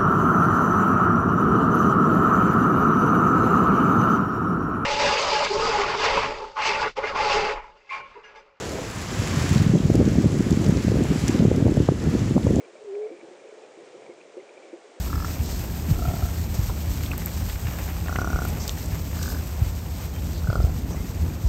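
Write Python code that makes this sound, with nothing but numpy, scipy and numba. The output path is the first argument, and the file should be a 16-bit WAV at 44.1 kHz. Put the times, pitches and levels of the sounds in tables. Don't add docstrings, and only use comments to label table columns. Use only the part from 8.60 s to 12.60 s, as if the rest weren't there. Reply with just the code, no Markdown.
import sys
import numpy as np
from scipy import signal
from scipy.fft import rfft, irfft, next_fast_len
from scipy.io import wavfile
from scipy.ndimage import uniform_filter1d
from numba import njit

SR = 44100
rng = np.random.default_rng(int(sys.argv[2]) if len(sys.argv) > 2 else 0)


def wrap_up_sound(samples):
    columns = np.atleast_2d(samples).T
    tamed = np.clip(columns, -1, 1)
    steps = np.round(tamed * 32767).astype(np.int16)
    wavfile.write(sys.argv[1], SR, steps)


def magnitude_from_level(level_db):
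    exponent = np.asarray(level_db, float) / 20
    return 10 ** exponent


N = 176400

# t/s, level/dB
FIZZ_LEVEL = [(0, -39.5), (.33, -39.5), (.6, -36.5), (.78, -35), (.95, -34), (1.05, -37.5), (1.16, -42),
              (1.5, -41.5), (1.9, -40.5), (2.3, -40.5), (2.6, -39), (2.72, -38), (2.85, -43.5),
              (3.33, -44), (3.45, -41.5), (3.6, -41.5), (3.78, -44.5), (3.96, -44.5)]
# f/Hz, density/dB per Hz
FIZZ_SPECTRUM = [(60, -16), (300, 1), (800, -2), (2000, -4.5), (3700, -10.5), (7300, -10), (10000, -10),
                 (16000, -20)]
# t/s, level/dB
GUST_LEVEL = [(0, -41), (.3, -38.5), (.45, -32.5), (.62, -29), (.9, -25), (1.2, -24), (1.4, -20.5),
              (1.72, -24), (2.05, -23), (2.2, -26.5), (2.4, -22.5), (2.58, -29.5), (2.8, -22.5),
              (3.15, -23.5), (3.33, -31), (3.5, -25), (3.8, -25.5), (3.96, -20.5)]
# f/Hz, density/dB per Hz
RUMBLE_SPECTRUM = [(15, -55), (25, -25), (41, -27), (67, -7), (98, -3), (165, -6.5), (372, -10.5),
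                   (900, -28.5), (1170, -61), (1980, -120)]
# crest t/s, peak level/dB, f/Hz
SNAPS = [(0.1862, -20, 676), (1.1553, -12.5, 400), (1.3025, -13.5, 476), (1.354, -15, 480),
         (1.4034, -23, 570), (1.4122, -9, 400), (1.556, -17, 480), (1.6451, -10, 400), (1.9168, -21, 480),
         (2.1717, -14.5, 400), (2.283, -15, 474), (2.3218, -22, 480), (2.3571, -15, 400),
         (2.3728, -17, 476), (2.4531, -21, 674), (2.8057, -12.5, 400), (2.8524, -16, 480),
         (2.917, -17, 570), (3.0252, -17, 480), (3.0583, -26, 400), (3.0664, -7, 400), (3.0816, -17.0, 570),
         (3.1721, -20, 570), (3.288, -14.5, 800), (3.2909, -13.5, 473), (3.5531, -14.5, 400),
         (3.766, -10.5, 480), (3.7698, -13, 330), (3.7798, -14.5, 690), (3.8683, -19, 684),
         (3.8714, -16.5, 573), (3.907, -18, 400), (3.966, -17, 480), (3.9871, -14, 400),
         (3.9948, -16.5, 480)]
# crest t/s, peak level/dB, f/Hz
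MORE_THUMPS = [(0.5982, -13, 100), (0.7084, -17, 109), (0.7424, -15, 209), (0.7741, -10.0, 140),
               (0.9143, -9, 119), (0.9751, -12, 147), (1.0662, -8, 172), (1.1259, -10, 120), (1.1494, -11, 170),
               (1.1696, -11.0, 190), (1.317, -8, 138), (1.3927, -12, 280), (1.5576, -10.0, 190),
               (1.7973, -8, 170), (1.9308, -10.5, 90), (2.081, -10.0, 170), (2.0966, -8.5, 308),
               (2.1084, -16, 140), (2.1615, -10, 171), (2.2991, -11.0, 140), (2.3193, -10.5, 354),
               (2.3574, -16, 100), (2.8834, -8.5, 280), (2.9741, -10.0, 210), (3.0177, -11.5, 210),
               (3.0576, -10.5, 366), (3.1211, -10.5, 280), (3.1717, -12, 427), (3.62, -11.5, 121),
               (3.72, -10, 150), (3.849, -10.5, 190), (3.9345, -13, 282), (3.9395, -15, 192), (3.9798, -11, 248),
               (3.9893, -9.5, 100), (3.9909, -10.5, 280), (3.9977, -18, 314)]
# trough t/s, peak level/dB, f/Hz
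PULLS = [(0.9236, -15, 191), (1.0014, -9.5, 169), (1.1145, -16, 168), (1.1594, -10, 350),
         (1.3011, -4.5, 232), (1.417, -12, 100), (1.4274, -11, 308), (1.5197, -17, 100), (1.6023, -15, 210),
         (1.6118, -7.5, 230), (1.6424, -14, 150), (2.0934, -5.5, 169), (2.1531, -10.5, 232),
         (2.2705, -11, 140), (2.2803, -7.5, 188), (2.3234, -12.0, 172), (2.3447, -9, 191),
         (2.3689, -11, 170), (2.5113, -9.0, 190), (2.5224, -9.5, 277), (2.5605, -10.5, 221),
         (2.7492, -9.5, 209), (2.7977, -5, 190), (2.8088, -9.5, 139), (2.8553, -2.5, 210), (3.0635, -7, 90),
         (3.0955, -12, 250), (3.1776, -7.5, 190), (3.2077, -9, 147), (3.2898, -8.5, 544), (3.2921, -9, 138),
         (3.5531, -4.5, 250), (3.6599, -17.5, 192), (3.7594, -8, 208), (3.8685, -8, 430)]
# crest t/s, peak level/dB, f/Hz
THUMPS = [(0.961, -4.5, 162), (1.0172, -8.5, 190), (1.1005, -6.5, 150), (1.139, -5, 247),
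          (1.156, -3.5, 189), (1.2048, -11, 188), (1.2553, -3.5, 135), (1.3474, -7, 230),
          (1.3546, -5.0, 280), (1.3989, -4.0, 211), (1.4039, -9, 310), (1.4113, -10, 280),
          (1.463, -9.5, 210), (1.4785, -6.0, 276), (1.5859, -2, 188), (1.6594, -3.5, 210), (1.666, -5, 148),
          (1.8075, -7, 250), (1.9172, -4.0, 206), (1.9297, -9, 248), (1.9741, -7.5, 224),
          (2.127, -9.5, 173), (2.2494, -8, 230), (2.4102, -9.5, 280), (2.4224, -7.5, 192),
          (2.6395, -9.5, 185), (2.6966, -6.0, 252), (2.7605, -10.5, 280), (2.8247, -7.5, 210),
          (2.8519, -3.5, 314), (2.9161, -3, 380), (2.9819, -10, 308), (3.0252, -5, 170),
          (3.2036, -4.0, 280), (3.2896, -0.5, 360), (3.5406, -8.5, 230), (3.7109, -10, 250),
          (3.7662, -8, 228), (3.7776, -8.0, 169), (3.9667, -4.5, 230)]
# crest t/s, peak level/dB, f/Hz
STRAY = [
    (3.3225, -12, 326),
]
# t/s, peak level/dB, centre f/Hz, width f/Hz
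TICKS = [(0.311, -26, 10000, 5000), (.3594, -28, 11000, 3000), (.5454, -33, 13000, 5000),
         (0.93, -18, 9000, 14000), (.625, -27, 5000, 1500), (.76, -25, 6800, 2000),
         (0.824, -22, 7000, 5000), (.98, -22, 4500, 4000), (1.062, -26, 3480, 3000),
         (1.185, -30.5, 3300, 1500), (1.1994, -38, 13500, 4000), (1.2564, -34, 8000, 8000),
         (1.266, -33, 14500, 2500), (1.3064, -33, 12500, 5000), (1.337, -27, 10000, 6000),
         (1.3543, -17.5, 11500, 14000), (1.53, -32, 6730, 3000), (1.907, -18.5, 9000, 8000),
         (1.925, -24, 5750, 3000), (1.965, -32, 9000, 3000), (2.045, -25, 7500, 8000),
         (2.063, -27, 5530, 2000), (2.087, -24, 10500, 6000), (2.109, -31, 12500, 6000),
         (2.1708, -27, 5170, 2500), (2.4369, -24.5, 7400, 2000), (2.6801, -12.5, 6000, 11000),
         (2.6855, -21, 9000, 10000), (2.69, -24, 2500, 800), (2.79, -24.5, 2680, 2500),
         (2.9612, -25, 8500, 9000), (3.161, -36, 13000, 5000), (3.205, -33, 12000, 3000),
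         (3.169, -28.5, 8000, 5000), (3.4, -33, 4430, 4000), (3.5922, -29, 5010, 3000),
         (3.8305, -32.5, 3700, 1000), (3.8681, -29.5, 6890, 2500), (3.9577, -23.5, 7560, 3000)]

GUST_MEAN_DB = -24


def shape(x, gain_of_hz):
    size = next_fast_len(N + 4096)
    f = np.arange(size // 2 + 1) * SR / size + 1e-3
    return irfft(rfft(x, size) * gain_of_hz(f), size)[..., :N]


def colour(points):
    hz, db = np.array(points).T
    return lambda f: magnitude_from_level(np.interp(np.log(f), np.log(hz), db, left=-90))


def unit(x):
    return x / np.sqrt(np.mean(x ** 2))


def curve(table):
    t, db = np.array(table).T
    return np.interp(np.arange(N) / SR, t, db)


def walk(rate_hz):
    hold = int(SR / rate_hz)
    steps = np.repeat(rng.standard_normal(N // hold + 1), hold)
    slewed = uniform_filter1d(uniform_filter1d(steps, hold), hold)
    return unit(slewed[:N])


def lap():
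    centre_hz, width_hz, end_s, fade_s = 400, 220, 0.28, 0.1
    wash = shape(rng.standard_normal(N), lambda f: 1 / (1 + ((f - centre_hz) / width_hz) ** 2))
    fade = (1 - np.tanh((np.arange(N) / SR - end_s) / fade_s)) / 2
    return unit(wash) * magnitude_from_level(-33.5 + 1.5 * walk(29.5)) * fade


def crackle():
    clicks_per_s, spread_db = 450, 5
    draw = rng.random((int(clicks_per_s * N / SR), 2))
    clicks = np.zeros(N)
    clicks[(draw[:, 0] * N).astype(int)] = magnitude_from_level(-spread_db * np.log(draw[:, 1] + 0.016))
    decay = np.exp(-np.arange(200) / 30)
    grains = np.convolve(clicks, decay)[:N] * rng.standard_normal(N)
    return unit(shape(grains, lambda f: f / (f + 5000)))


def fizz():
    crackle_db, swell_db, patch_db, flicker_db = -5.5, .35, .4, .8
    grain = rng.standard_normal(N) + magnitude_from_level(crackle_db) * crackle()
    grain = shape(grain, colour(FIZZ_SPECTRUM))
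    swell = walk(14)
    patches = [walk(9.34) for _ in range(6)]
    out = np.zeros(N)
    for k in range(18):
        band = shape(grain, lambda f: np.cos(np.pi / 2 * np.clip(2 * np.log2(f / 50) - k, -1, 1)) ** 2)
        level_db = swell_db * swell + patch_db * patches[k // 3] + flicker_db * walk(16)
        out += band * magnitude_from_level(level_db)
    heard = shape(out, lambda f: (f > 1500) * (f < 7500))
    return out / np.std(heard) * magnitude_from_level(curve(FIZZ_LEVEL))


@njit
def wavelets(at, hz, size, turns, sag, length, sr):
    out = np.zeros(length)
    for e in range(len(at)):
        phase, i = 0., at[e]
        while phase < 6 * turns and i < length:
            u = phase / turns
            out[i] += size[e] * (u * np.exp(1 - u)) ** 2 * np.cos(2 * np.pi * (phase - turns))
            phase += hz[e] / sr / (1 + sag * phase)
            i += 1
    return out


def eddies():
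    per_s, spread_db, middle_hz, octaves, octaves_per_db = 230, 3, 213.3, 0.94, .05
    draw = rng.random((int(4 * per_s), 4))
    at = (draw[:, 0] * N).astype(np.int64)
    size = magnitude_from_level(-spread_db * np.log(draw[:, 1] + 0.15)) * np.sign(draw[:, 2] - .4)
    hz = middle_hz * 2 ** (octaves * (2 * draw[:, 3] - 1))
    hz = hz * 2 ** (octaves_per_db * (curve(GUST_LEVEL)[at] - GUST_MEAN_DB))
    return wavelets(at, hz, size, .45, .38, N, 1. * SR)


def buffeting():
    rumble_db, buffet_db, top_hz = -5.5, 1.58, 880
    rumble = shape(rng.standard_normal(N), colour(RUMBLE_SPECTRUM + [(3000, -90)]))
    bed = unit(eddies()) + magnitude_from_level(rumble_db) * unit(rumble)
    bed = unit(bed * magnitude_from_level(buffet_db * walk(35)))
    low_pass = signal.butter(2, top_hz, fs=SR, output="sos")
    return signal.sosfiltfilt(low_pass, bed * magnitude_from_level(curve(GUST_LEVEL) + 2.5))


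def drone():
    corner_hz, level_db, follows = 100, -30, 0.76
    low = unit(shape(rng.standard_normal(N), lambda f: 1 / (1 + (f / corner_hz) ** 3)))
    return low * magnitude_from_level(level_db + follows * (curve(GUST_LEVEL) - GUST_MEAN_DB))


def swings(table):
    width_turns, gain_db, half = .37, .3, 2000
    t = np.arange(-half, half) / SR
    out = np.zeros(N + 2 * half)
    for s, db, hz in table:
        i = int(s * SR)
        bell = np.exp(-(t * hz / width_turns) ** 2 / 2)
        out[i:i + 2 * half] += magnitude_from_level(db + gain_db) * bell * np.cos(2 * np.pi * hz * t)
    return out[half:half + N]


def wind():
    pushes = swings(THUMPS) + swings(MORE_THUMPS) + swings(SNAPS) + swings(STRAY)
    mix = buffeting() + pushes - swings(PULLS) + drone()
    return signal.sosfilt(signal.butter(4, 52, "high", fs=SR, output="sos"), mix)


def ticks():
    size, rise_s, tail, tail_s = 1024, .0009, .1, .006
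    out = np.zeros(N)
    t = np.arange(size) / SR
    f = np.arange(size // 2 + 1) * SR / size
    for s, db, hz, width_hz in TICKS:
        noise = rng.standard_normal(size)
        snap = irfft(rfft(noise) / (1 + ((f - hz) / (width_hz / 2)) ** 2))
        ring = irfft(rfft(noise[::-1]) / (1 + ((f - hz) / width_hz) ** 2))
        burst = snap * t / rise_s * np.exp(1 - t / rise_s) + tail * ring * np.exp(-t / tail_s)
        burst *= magnitude_from_level(db) / np.abs(burst).max()
        i = int(s * SR)
        out[i:i + size] += burst[:N - i]
    return out


def scene():
    return (lap() + fizz() + wind() + ticks())[None]


def port_db(f):
    drop_db, resonance_hz, edge_hz = -12, 8000, 260
    return drop_db * (1 + np.tanh((f - resonance_hz) / edge_hz)) / 2


def top_cut(x):
    return signal.sosfilt(signal.butter(12, 15710, fs=SR, output="sos"), x)


def record(dry):
    top_hz, headroom = 15790, 0.75
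    x = shape(dry, lambda f: magnitude_from_level(port_db(f)) * (f < top_hz))
    mix = headroom * np.tanh(x / headroom)
    return top_cut(mix)


dry = scene()
out = record(dry)
wrap_up_sound(out)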